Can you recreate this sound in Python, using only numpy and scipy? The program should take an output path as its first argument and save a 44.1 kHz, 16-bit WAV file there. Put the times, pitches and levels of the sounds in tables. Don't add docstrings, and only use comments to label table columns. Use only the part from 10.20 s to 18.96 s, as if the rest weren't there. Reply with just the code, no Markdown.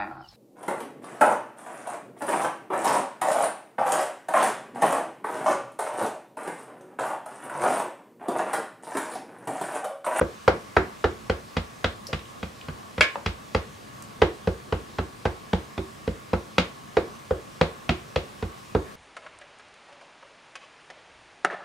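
import sys
import numpy as np
from scipy import signal
from scipy.fft import rfft, irfft
from scipy.io import wavfile
from scipy.ndimage import uniform_filter1d

SR = 44100
rng = np.random.default_rng(int(sys.argv[2]) if len(sys.argv) > 2 else 0)


def how_loud(loudness_db):
    steps = np.asarray(loudness_db, float) / 20
    return 10 ** steps


def log_audio(samples):
    frames = np.atleast_2d(samples).T
    limited = np.clip(frames, -1, 1)
    pcm = np.round(limited * 32767).astype(np.int16)
    wavfile.write(sys.argv[1], SR, pcm)


N = 386139

# [f/Hz, level per Hz/dB]
AIR = [(18, -59), (30, -10), (109, -9.5), (239, -6.5), (265, -6.5), (987, -10), (1100, -9), (1390, -13),
       (8500, -26), (16000, -37)]
# [f/Hz, width/Hz, level/dB]
FAN = [(122, 40, 5.5), (218, 13, 4), (1115, 105, 3.5), (1695, 13, 6)]
# [f/Hz, correlation]
LIKENESS = [(60, 0.66), (150, 0.73), (380, 0.027), (950, -0.49), (2380, 0.37), (5980, 0.68), (15000, 0.62)]
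# [f/Hz, t60/s]
ROOM_DECAY = [(60, 0.6), (350, 0.25), (1000, .3), (2500, 0.29), (6400, 0.21), (14000, 0.059)]
# [f/Hz, level/dB]
ROOM_LEVEL = [(60, -23.5), (250, 0), (500, -15), (1200, -14.5), (3000, -12), (8000, -10)]
# [delay/s, left gain, right gain]
ECHOES = [(.0045, -0.13, 0.4), (.0092, 0.26, 0.084), (0.0145, 0.13, 0.08), (.0165, -0.11, -0.016),
          (.021, 0.038, -0.065)]
# [t/s, level/dB, f/Hz, width/Hz, spread/s]
SNAPS = [(1.868, -23.5, 4850, 920, 0.0023), (1.872, -30.5, 9300, 7750, .002), (1.888, -35, 520, 196, 0.017),
         (1.992, -34.5, 3170, 1500, .002), (2.055, -37, 3180, 910, 0.0031), (2.412, -34, 2930, 1200, .002),
         (3.823, -32, 7300, 5000, 0.0021)]
# [t/s, level/dB, f/Hz, width/Hz, spread/s]
RATTLE = [(6.386, -24, 3000, 1800, 0.015), (2.815, -24, 3200, 2600, 0.02)]
# [t/s, level/dB]
CLACK = [(2.808, -1)]
# [f/Hz, level/dB, t60/s]
CLACK_RING = [(504, -9, 0.17), (612, -2.5, 0.1), (1080, -16.5, 0.49), (1484, 7, 0.035), (1695, 0, 0.24),
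              (2235, 2, 0.18), (2350, 13.5, 0.013), (2670, 4.5, 0.052), (3230, 7, 0.025), (3670, -11, 0.11),
              (4200, 7, 0.0039), (4760, 3.5, 0.0089), (7100, -1, 0.012), (9040, -0.5, 0.0095)]
# [t/s, level/dB]
KNOCK = [(2.956, -16.5)]
# [f/Hz, level/dB, t60/s]
KNOCK_RING = [(566, -9.5, 0.21), (715, -14, .03), (830, -5, 0.028), (940, 4.5, 0.038), (1190, -3, .03),
              (1630, -8, 0.017), (2660, -14, 0.02), (3400, -18, .01)]
# [f/Hz, level/dB, t60/s]
TABLE = [(62.5, -2.5, 0.2), (84.3, 3.5, 0.15)]
# [f/Hz, level/dB, t60/s]
BOARD = [(168.5, 1, 0.12), (222.6, -3, 0.12), (146, -14.5, 0.14)]
# [f/Hz, level/dB, t60/s]
PANEL = [(294.5, 4.5, 0.056), (324.5, -1, 0.24), (364, 1.5, 0.25), (415, 3, 0.094), (470, -10, 0.19),
         (562, 1, 0.085), (614, -1.5, 0.097), (715, -6.5, 0.07)]
# [f/Hz, level/dB]
LID = [(680, -6.5), (800, 2), (960, -3)]
# [f/Hz, level/dB]
WALL = [(1150, -20), (1270, 7), (1420, 8.5), (1560, 2.5), (1850, 1)]
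# [f/Hz, level/dB]
EDGE = [(2120, 8.5), (2520, 10.5), (2900, 7.5), (3250, 9.5), (3800, 6.5), (4500, 3), (5300, -6),
        (6500, -19), (8500, -36)]
# [t/s, weight/dB, board/dB]
WEIGHT = [(0, -31.5, 7.5), (.45, -26.5, -10), (1.101, -29, 0.5), (1.6, -29, -1.5), (2.4, -40, 4.5),
          (3.052, -28, -4.5), (3.998, -25.5, 0.5), (4.8, -29, -0.5), (5.3, -26.5, 4), (5.601, -33.5, 1.5),
          (6.13, -27.5, 5), (6.401, -33, 8.5), (6.77, -34.5, -7), (7.552, -28, 8.5), (8.1, -31.5, -4),
          (8.6, -26, 3.5)]
# [t/s, slab pop level/dB, pop f/Hz, case slap level/dB, edge-first tilt/dB]
DABS = [(0.012, -7, 520, -23, -17), (0.278, -2.5, 515, -12, -13), (0.566, -9, 415, -11, -19),
        (0.842, -8, 434, -16.5, -15), (1.097, -11, 496, -23, -8.5), (1.367, -19, 500, -25.5, -3.5),
        (1.643, -14.5, 490, -21, -4), (1.93, -22, 500, -27.5, -2.5), (2.229, -25.5, 493, -35, -3),
        (2.484, -31, 480, -34, -9.5), (2.78, -20.5, 520, -30, -6.5), (3.061, -22.5, 460, -28.5, 0.7),
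        (3.348, -11, 488, -21.5, -7),
        (4.018, -4, 450, -15.5, -9), (4.273, -10.5, 476, -27.5, -10), (4.524, -13, 468, -24.5, -11),
                (4.785, -19, 424, -24, -12.5), (5.054, -14.5, 466, -20.5, -13),
                (5.332, -13, 470, -21.5, -10), (5.578, -24, 334, -32, -6), (5.876, -14.5, 472, -34, -5.5),
                (6.132, -12, 500, -22.5, -14), (6.382, -12, 535, -17, -2.5), (6.769, -5.5, 472, -19.5, -11),
                (7.108, -8.5, 506, -28.5, -16), (7.412, -5.5, 510, -19, -5),
                (7.692, -21.5, 348, -21.5, -2.1), (7.96, -11, 504, -25, -3), (8.226, -20, 440, -33, -8.5),
                (8.549, -10.5, 438, -23, -15.5)]


def evened(x):
    return x / np.sqrt(np.mean(x ** 2) + 1e-20)


def peaked(x):
    return x / (abs(x).max() + 1e-20)


def read(points, hz):
    f, value = np.transpose(points)
    return np.interp(np.log(hz + 1), np.log(f + 1), value)


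def add(mix, s, sound):
    part = mix[round(s * SR):][:len(sound)]
    part += sound[:len(part)]


def floor():
    frames, hz = N // 512 + 5, np.fft.rfftfreq(2048, 1 / SR)
    a, b, c, d, patches = rng.standard_normal((frames, 1025, 5)).T
    patches = evened(uniform_filter1d(uniform_filter1d(patches, 24, 0), 8, 1))
    same = np.clip(read(LIKENESS, hz), -1, 1)[:, None]
    left = a + 1j * b
    right = same * left + np.sqrt(1 - same ** 2) * (c + 1j * d)
    fan = sum(how_loud(db) / (1 + (2 * (hz - f) / width) ** 2) for f, width, db in FAN)
    colour = (how_loud(read(AIR, hz)) * (1 + fan))[:, None]
    z = np.array([left, right]) * colour * how_loud(1.1 * patches)
    return how_loud(-44.0) * evened(signal.istft(z, nperseg=2048, noverlap=1536)[1][:, :N])


def all_round(sound, blur):
    total = np.cumsum(abs(rfft(sound, 16384)) ** 2)
    k = np.arange(len(total))
    low = k * (1 - blur)
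    high = np.minimum(k * (1 + blur) + 1, k[-1])
    power = (np.interp(high, k, total) - np.interp(low, k, total)) / (high - low + 1e-9)
    return np.roll(irfft(np.sqrt(power)), 200)[:1200] * signal.windows.tukey(1200, 0.3)


def room(near, spread):
    taps = np.zeros((2, SR // 2))
    starts = np.arange(400, SR // 2 - 20, 20)
    at = starts + rng.integers(0, 20, (2, len(starts)))
    np.put_along_axis(taps, at, rng.choice([-1., 1.], at.shape), 1)
    hz, t, z = signal.stft(taps, SR, nperseg=256)
    alike = np.clip(1.2 - hz / 1500, 0, 1)[:, None]
    z[1] = alike * z[0] + np.sqrt(1 - alike ** 2) * z[1]
    fade = how_loud(-60 * t / read(ROOM_DECAY, hz)[:, None])
    fade = fade / np.sqrt((fade ** 2).sum(1, keepdims=True)) * how_loud(read(ROOM_LEVEL, hz))[:, None]
    tail = signal.istft(z * fade, SR, nperseg=256)[1] * how_loud(0.5)
    tail[:, :300] = 0
    early = np.zeros((2, 2000))
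    early[:, 0] = 1
    for s, left, right in ECHOES:
        early[:, round(s * SR)] += left, right
    return (signal.fftconvolve(near[None], early, axes=1)[:, :N]
            + signal.fftconvolve(spread[None], tail, axes=1)[:, :N])


def resonate(x, hz, width):
    turn = np.exp(2j * np.pi * hz * np.arange(x.shape[-1]) / SR)
    r = np.exp(-np.pi * width / SR)
    return 2 * (turn * signal.lfilter([1 - r], [1, -r], x / turn)).real


def snap(hz, width, spread_s):
    t = np.arange(2000) / SR
    burst = rng.standard_normal(2000) * np.exp(-t / spread_s) * (1 - np.exp(-t / 0.00025))
    return peaked(resonate(resonate(burst, hz, width), hz, width))


def ring(modes, t, detune, uneven_db):
    hz, db, t60 = np.transpose(modes)[:, :, None]
    a, b = rng.standard_normal((2, len(modes), 1))
    level = how_loud(db + uneven_db * b - 60 * t / t60)
    return (level * np.sin(2 * np.pi * hz * (1 + detune * a) * t)).sum(0)


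def landing(spread_s, rise_s):
    t = np.arange(1024) / SR
    shape = (1 - np.exp(-t / rise_s)) * np.exp(-t / spread_s)
    contacts = rng.standard_normal(1024) ** 3 * shape
    for _ in range(3):
        z = rfft(contacts, 2048)
        contacts = irfft(z / (abs(z) + 1e-12))[:1024] * shape ** 0.093
    return np.convolve(contacts, np.hanning(6))


def knock(modes):
    t = np.arange(12000) / SR
    rings = signal.fftconvolve(ring(modes, t, 0.0025, 0.083), landing(0.0034, 0.00038))[:12000]
    return peaked(signal.sosfilt(signal.butter(3, 400, "high", fs=SR, output="sos"), rings))


def stir(modes, lag_s, rise_s, detune, uneven_db):
    t = np.maximum(np.arange(9000) / SR - lag_s, 0)
    return ring(modes, t, detune, uneven_db) * (1 - np.exp(-(t / rise_s) ** 2))


def thud(panel_db, top_db, board_db):
    top = -how_loud(top_db + 7.0) * stir(TABLE, 0.0021, 0.0044, 0.021, 0.38)
    board = how_loud(board_db + 4.5) * stir(BOARD, 0.0003, 0.0022, 0.062, 1.55)
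    panel = how_loud(panel_db - 24.0) * stir(PANEL, 0.0025, 0.0049, 0.037, 2.0)
    return top + board, panel


def damped(modes, t60, spread_s, rise_s):
    t = np.arange(2000) / SR
    rings = ring([(hz, db, t60) for hz, db in modes], t, 0.03, 1.5)
    return evened(signal.fftconvolve(rings, landing(spread_s, rise_s))[:2000])


def dab(pop_db, pop_hz, lid_db, wall_db, tick_db):
    t = np.arange(2000) / SR
    swell = t ** 2.03 * np.exp(-(t / 0.0057) ** 2)
    pop = np.sin(2 * np.pi * pop_hz * (t - 0.0046)) * peaked(swell)
    lid = damped(LID, 0.024, 0.0037, 0.0019)
    wall = damped(WALL, 0.024, 0.0068, 0.00041)
    tick = damped(EDGE, 0.011, 0.0045, 0.0013)
    return (how_loud(pop_db - 3.0) * pop + how_loud(lid_db - 11.0) * lid
            + how_loud(wall_db - 10.5) * wall + how_loud(tick_db - 5.5) * tick)


def strengths(s, pop_db, pop_hz, case_db, tilt_db):
    lean = tilt_db + 7
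    grip_db = 2.3 if s > 3.7 else -0.17
    lid = grip_db - 0.05 * lean
    when, weight, board = np.transpose(WEIGHT)
    weight_db = np.interp(s, when, weight)
    board_db = weight_db + np.interp(s, when, board) + 2.6 + 0.34 * lean
    panel_db = pop_db + 3.5 - 25.5 * np.log2(pop_hz / 470)
    panel_db -= 0.23 * (pop_db - case_db - 13.5)
    slap = (pop_db, pop_hz, case_db + lid, case_db - lid, case_db + tilt_db)
    return slap, (panel_db, weight_db, board_db)


def scene():
    near, spread, wood, panel = np.zeros((4, N))
    sounds = [(s, how_loud(db) * snap(*shape)) for s, db, *shape in SNAPS + RATTLE]
    sounds += [(s, how_loud(db) * knock(CLACK_RING)) for s, db in CLACK]
    sounds += [(s, how_loud(db) * knock(KNOCK_RING)) for s, db in KNOCK]
    for row in DABS:
        slap, blow = strengths(*row)
        sounds.append((row[0] - 0.0008, dab(*slap)))
        heavy, thin = thud(*blow)
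        add(wood, row[0], heavy)
        add(panel, row[0], thin)
    for s, sound in sounds:
        add(near, s, sound)
        add(spread, s, all_round(sound, 0.11))
    side = np.array([[-1], [1]])
    table = wood * how_loud(side * 0.78) + panel * how_loud(side * 2.8)
    return room(near, spread) + table + floor()


def roll_off(x):
    return signal.sosfilt(signal.butter(12, 16120, fs=SR, output="sos"), x)


def record(dry):
    cut = signal.sosfilt(signal.butter(5, 42, "high", fs=SR, output="sos"), dry)
    band_limit = signal.firwin(511, 15790, window=("kaiser", 9), fs=SR)
    cut = signal.oaconvolve(cut, band_limit[None], "same")
    return roll_off(np.clip(cut, -1, 1))


dry = scene()
out = record(dry)
log_audio(out)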